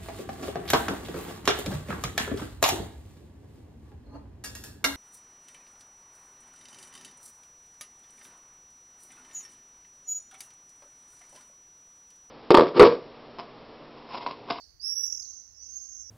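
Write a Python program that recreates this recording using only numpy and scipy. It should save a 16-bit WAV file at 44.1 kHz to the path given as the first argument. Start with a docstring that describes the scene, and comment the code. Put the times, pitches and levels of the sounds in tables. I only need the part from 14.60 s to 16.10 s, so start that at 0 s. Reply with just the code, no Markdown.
"""Screaming swifts between houses

Swifts scream on the right: each voice is a high whistle, modulated in level and pitch by a fast buzz,
and one scream ends in a falling trill of short notes. Distant voices are heard as well.
Walls add reflections whose phases slide, and a tail of random echoes that dies away, treble first.
Shaped noise makes a faint town rumble and hiss; a narrow-band wavering tone makes a hum on the left."""
import sys
import numpy as np
from scipy import signal
from scipy.fft import rfft, irfft
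from scipy.io import wavfile
from scipy.ndimage import uniform_filter1d

SR = 44100
rng = np.random.default_rng(int(sys.argv[2]) if len(sys.argv) > 2 else 0)


def to_linear_factor(level_db):
    """Convert decibel levels (scalar or array-like) to linear amplitude factors."""
    exponent = np.asarray(level_db, float) / 20
    return 10 ** exponent


def bounce(signal):
    """Save signal as a 16-bit WAV file at the path given by the first command-line argument."""
    frames = np.transpose(np.atleast_2d(signal))
    limited = np.clip(frames, -1, 1)
    pcm = np.round(limited * 32767).astype(np.int16)
    wavfile.write(sys.argv[1], SR, pcm)


N = 66150  # samples

# Notes of the near trill: t/s, source level/dB, f/Hz
TRILL = [(.4765, -30, 5620), (.499, -32, 5630), (.5225, -28, 5660), (.5465, -32, 5630), (.5715, -35, 5500),
         (.5955, -35, 5350), (.6215, -45, 4850), (.648, -59, 4350)]
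BUZZ_HZ = 235  # mean rate of the buzz in the voice
RASP_HZ = 504  # bandwidth of the rough noise modulation of the voice
SLIDE_HZ = 48.6  # how fast the sound paths slide in phase as a bird moves


def read(points, hz):
    """Linear interpolation of a spectral curve on a logarithmic frequency axis."""
    f, value = np.transpose(points)
    return np.interp(np.log(hz + 1), np.log(f + 1), value)


def wander(hz, channels=1):
    """Low-pass filtered complex Gaussian noise of unit power, up to about hz."""
    noise = rng.standard_normal((channels, N)) + 1j * rng.standard_normal((channels, N))
    low_pass = 1 / (1 + (np.fft.fftfreq(N, 1 / SR) / hz) ** 4)
    slow = np.fft.ifft(noise * low_pass)
    return slow / np.sqrt(np.mean(abs(slow) ** 2))


def town():
    """Spectrally shaped, partly coherent stereo noise, with a hum as a randomly modulated tone."""
    # Noise spectrum, relative: f/Hz, spectral density/dB
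    spectrum = [(28, -41.5), (48, -0.5), (70, -8), (160, -19.5), (900, -26), (2000, -28.5), (3300, -36.5),
                (8000, -41.5), (12000, -37.5), (15500, -37)]
    # Level of left over right: f/Hz, level difference/dB
    side_balance = [(60, 19.5), (200, 8), (500, -2.5), (6500, -4.5), (8700, 12.5), (11000, -0.5)]
    # Coherence of the two sides: f/Hz, correlation/1
    coherence = [(60, 0.92), (290, 0.03), (1000, 0.033)]
    town_db = -71  # rms of the mean of both sides
    hum_hz, hum_width_hz, hum_db = 67.5, 23, -69
    frames, hz = N // 512 + 5, np.fft.rfftfreq(2048, 1 / SR)
    a, b, c, d, patches = rng.standard_normal((frames, 1025, 5)).T
    patches = uniform_filter1d(patches, size=20, axis=0)  # smooth over frequency
    patches = uniform_filter1d(patches, size=8, axis=1)  # smooth over time
    same = np.clip(read(coherence, hz), -1, 1)[:, None]
    side = to_linear_factor(read(side_balance, hz))[:, None]
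    left = a + 1j * b
    right = same * left + np.sqrt(1 - same ** 2) * (c + 1j * d)
    z = np.array([side * left, right]) / np.sqrt(1 + side ** 2)
    z *= to_linear_factor(read(spectrum, hz)[:, None] + 1.7 * patches / patches.std())  # drift of 1.7 dB rms
    noise = signal.istft(z, nperseg=2048, noverlap=1536)[1][:, :N]
    carrier = np.exp(2j * np.pi * hum_hz * np.arange(N) / SR)
    hum = ((1 + 1.3 * wander(hum_width_hz)[0]) * carrier).real
    hum_sides = to_linear_factor(np.array([[0.1], [-18]]))  # left, right in dB
    return to_linear_factor(town_db) * noise / noise.mean(0).std() + to_linear_factor(hum_db) * hum * hum_sides


def whistle(hz, shape, octave):
    """Phase integration of a pitch: a tone and its second harmonic, each under its own envelope."""
    phase = 2 * np.pi * np.cumsum(hz) / SR
    return np.sqrt(2) * (shape * np.exp(1j * phase) + octave * np.exp(2j * phase))


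def scream(rows, depth, lean, jitter, octave_db):
    """Joint amplitude and phase modulation of a whistle by an uneven buzz, with noisy sidebands."""
    clean_s = .016  # a clean start, then the voice breaks into the buzz
    break_db, break_s, break_hz = 17, .008, 800  # splash of rasp at the break, above the pitch
    buzz_jitter, flutter_depth, flutter_hz = .22, .33, 110
    rasp_db, octave_rasp = -13, .7  # rasp against the tone; depth of the rasp on the octave
    octave_even_s = .039  # the octave follows only the slow course of the level
    s, hz, db = np.transpose(rows)
    t = np.arange(N) / SR
    since = t - s[0] - clean_s * (s[0] > 0)
    # A voice that reaches either end of the scene is left unfaded there
    fade_in = np.clip((t - s[0]) / .003 + (s[0] == 0), 0, 1)
    fade_out = np.clip((s[-1] - t) / .004 + (s[-1] * SR >= N), 0, 1)
    on = np.clip(since / .003, 0, 1)
    buzz = 2 * np.pi * np.cumsum(BUZZ_HZ * (1 + buzz_jitter * wander(40)[0].real)) / SR
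    level_shake = (1 + on * depth * np.cos(buzz)) / np.sqrt(1 + depth ** 2 / 2)
    shake = level_shake * np.exp(1j * lean * on * np.sin(buzz))
    flutter = (1 + on * flutter_depth * wander(flutter_hz)[0]) / np.sqrt(1 + flutter_depth ** 2)
    rasp = on * to_linear_factor(rasp_db) * wander(RASP_HZ)[0]
    splash = to_linear_factor(break_db) * np.exp(-abs(since) / break_s + 2j * np.pi * break_hz * t)
    rasp = rasp * (1 + splash)
    pitch = np.interp(t, s, hz) * (1 + jitter * wander(32.13)[0].real)
    level_db = np.interp(t, s, db)
    slow_db = uniform_filter1d(level_db, round(octave_even_s * SR))
    even_db = np.minimum(slow_db, level_db + 6)
    octave = np.clip(since / octave_even_s * 2, 0, 1) * to_linear_factor(octave_db + even_db)
    octave = octave * shake ** 3 * (1 + octave_rasp * wander(RASP_HZ)[0])
    return fade_in * fade_out * whistle(pitch, to_linear_factor(level_db) * (shake * flutter + rasp), octave)


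def trill(rows, share=1):
    """Exponential pitch glides under raised-cosine edges: short notes, the fainter ones raspier."""
    note_s, edge_s, buzz_depth = .0098, .0024, .1
    scoop, scoop_s = .16, .001  # share of the pitch missing at the onset, time constant of its rise
    octave_db = -28  # against the tone, for a note at the reference level
    faded_rasp = .03  # rasp gained per dB of fading
    out, rasp = np.zeros(N, complex), wander(RASP_HZ)[0]
    reference_db = TRILL[0][1]
    t = np.arange(0, note_s, 1 / SR)
    edge = np.sin(np.clip(np.minimum(t, note_s - t) / edge_s, 0, 1) * np.pi / 2) ** 2
    buzzed = edge * (1 - buzz_depth * np.cos(2 * np.pi * BUZZ_HZ * t))
    glide = 1 - scoop * np.exp(-t / scoop_s)
    for s, db, hz in rows:
        at = round(s * SR)
        above_db = db - reference_db
        roughness = 1 - faded_rasp * above_db * rasp[at:at + len(t)]
        shape = to_linear_factor(reference_db + share * above_db) * buzzed * roughness
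        out[at:at + len(t)] += whistle(hz * glide, shape, to_linear_factor(octave_db + above_db / 2) * shape)
    return out


def walls(z, db):
    """Multipath interference: direct sound plus early reflections of sliding phase, unlike per side."""
    # Extra path of each wall: delay/s
    bounces = [.0017, .0038, .0071, .0125, .021]
    direct_left = np.roll(z, 21) * (1 + wander(SLIDE_HZ)[0]) / 2  # 21 samples later than the right
    out = np.array([direct_left, z])
    for s in bounces:
        delayed = np.pad(z, (round(s * SR), 0))[:N]
        out = out + to_linear_factor(db) / np.sqrt(len(bounces)) * wander(SLIDE_HZ, channels=2) * delayed
    return out.real / np.sqrt(1 + to_linear_factor(db) ** 2)


def yard(x):
    """Exponential decay of sparse random echoes in two bands, smeared in phase by the birds' motion."""
    low_t60_s, treble_t60_s, treble_db = 1.28, 0.5, 5
    split_hz, build_up_s = 8600, .0013
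    taps = np.zeros((2, SR))
    # One tap of random sign in every 20 samples
    at = np.arange(0, SR - 20, 20) + rng.integers(0, 20, (2, (SR - 1) // 20))
    np.put_along_axis(taps, at, rng.choice([-1., 1.], at.shape), 1)
    t, tail = np.arange(SR) / SR, 0
    for kind, t60, db in (("low", low_t60_s, 0), ("high", treble_t60_s, treble_db)):
        dying = taps * to_linear_factor(-60 * t / t60) * np.clip(t / build_up_s, 0, 1)
        dying = dying / np.linalg.norm(dying[0])
        band = signal.sosfilt(signal.butter(4, split_hz, kind, fs=SR, output="sos"), x)
        tail = tail + to_linear_factor(db) * signal.fftconvolve(band[None], dying, axes=1)[:, :N]
    smear = np.exp(2j * wander(SLIDE_HZ, channels=2).real)
    return (signal.hilbert(tail) * smear).real


def swifts():
    """Superposition of all voices and their reflections, filtered by the beak and by a left shade."""
    # Pitch and level tracks of the screams: t/s, f/Hz, source level/dB
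    leaving = [(0, 6116, -67), (.19, 6040, -75)]
    gone = [(0, 4727, -50), (0.188, 5100, -88)]
    near = [(.196, 4586, -47.5), (.208, 4710, -42), (.216, 4900, -48), (.231, 5036, -36.5),
            (.255, 5344, -31), (.272, 5400, -28.5), (.305, 5488, -30.5), (.33, 5605, -31.5),
            (.35, 5565, -37), (.362, 5664, -29.5), (.378, 5665, -26.5), (.398, 5715, -29),
            (.42, 5612, -31.5), (.445, 5675, -26.5), (.47, 5660, -29)]
    behind = [(.41, 6196, -60), (.45, 5913, -41.5), (.58, 6334, -46), (.79, 6213, -51), (.84, 6080, -75),
              (.94, 6350, -76)]
    late = [(.945, 5223, -52), (.962, 5475, -59.5), (.98, 5638, -50), (.998, 5890, -55.5),
            (1.012, 5980, -44), (1.06, 6126, -47.5), (1.118, 6300, -45.5), (1.135, 6404, -44.5),
            (1.17, 6435, -39.5), (1.195, 6377, -50), (1.215, 6416, -42), (1.28, 6497, -49),
            (1.306, 6490, -44), (1.315, 6346, -44.5), (1.335, 6412, -45.5), (1.43, 6325, -45.5)]
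    under = [(1.021, 5420, -48), (1.099, 5707, -59.5), (1.36, 5793, -51.5), (1.5, 5685, -50.5)]
    low = [(0.991, 4775, -53.5), (1.02, 4733, -67), (1.198, 4854, -64.5), (1.331, 4750, -76.5)]
    # Trill notes of distant birds: t/s, source level/dB, f/Hz
    far_notes = [(.036, -54, 5520), (.088, -63.5, 4430), (.875, -53, 5850)]
    # Level of left against right: f/Hz, level difference/dB
    left_shade = [(6500, -19), (8500, 5), (11000, -2)]
    # Colour of the beak: f/Hz, gain/dB
    beak = [(3300, 1), (4300, -4), (9500, -1.5)]
    # Track, buzz depth, upward lean of sidebands, pitch jitter, octave/dB, reflections/dB, tail/dB
    birds = [(near, .42, .3, .003, -27, -10, -14),
             (late, .5, -.4, .004, -50, -7, -7),
             (leaving, .7, 0, .015, -50, 3, -3),
             (gone, .9, 0, .06, -35, 3, -3)]
    birds += [(far, .9, -.3, .03, -50, 3, -3) for far in (behind, under, low)]
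    turn_share = .45  # as the bird turns away its echo fades by this share only
    near_trill, far_trill = trill(TRILL), trill(far_notes)
    out = walls(near_trill, -16) + walls(far_trill, -3)
    wet = to_linear_factor(-14) * (trill(TRILL, turn_share).real + far_trill.real)  # what feeds the tail
    for *voice, wall_db, tail_db in birds:
        z = scream(*voice)
        out = out + walls(z, wall_db)
        wet = wet + to_linear_factor(tail_db) * z.real
    hz = np.fft.rfftfreq(N, 1 / SR)
    left = to_linear_factor(read(left_shade, hz))
    sides = 2 * np.array([left, np.ones_like(left)]) / np.sqrt(1 + left ** 2)  # constant total power
    return irfft(rfft(out + yard(wet)) * to_linear_factor(read(beak, hz)) * sides, N)


def scene():
    """Linear superposition of the birds and the town."""
    return swifts() + town()


def roll_off(x):
    """The treble ends steeply here."""
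    return signal.sosfilt(signal.butter(12, 15920, fs=SR, output="sos"), x)


def record(dry):
    """Band limitation by a linear-phase low-pass filter at 15.75 kHz."""
    low_pass = signal.firwin(511, 15750, window=("kaiser", 9), fs=SR)
    mix = signal.oaconvolve(dry, low_pass[None], "same")
    return roll_off(mix)


dry = scene()
out = record(dry)
bounce(out)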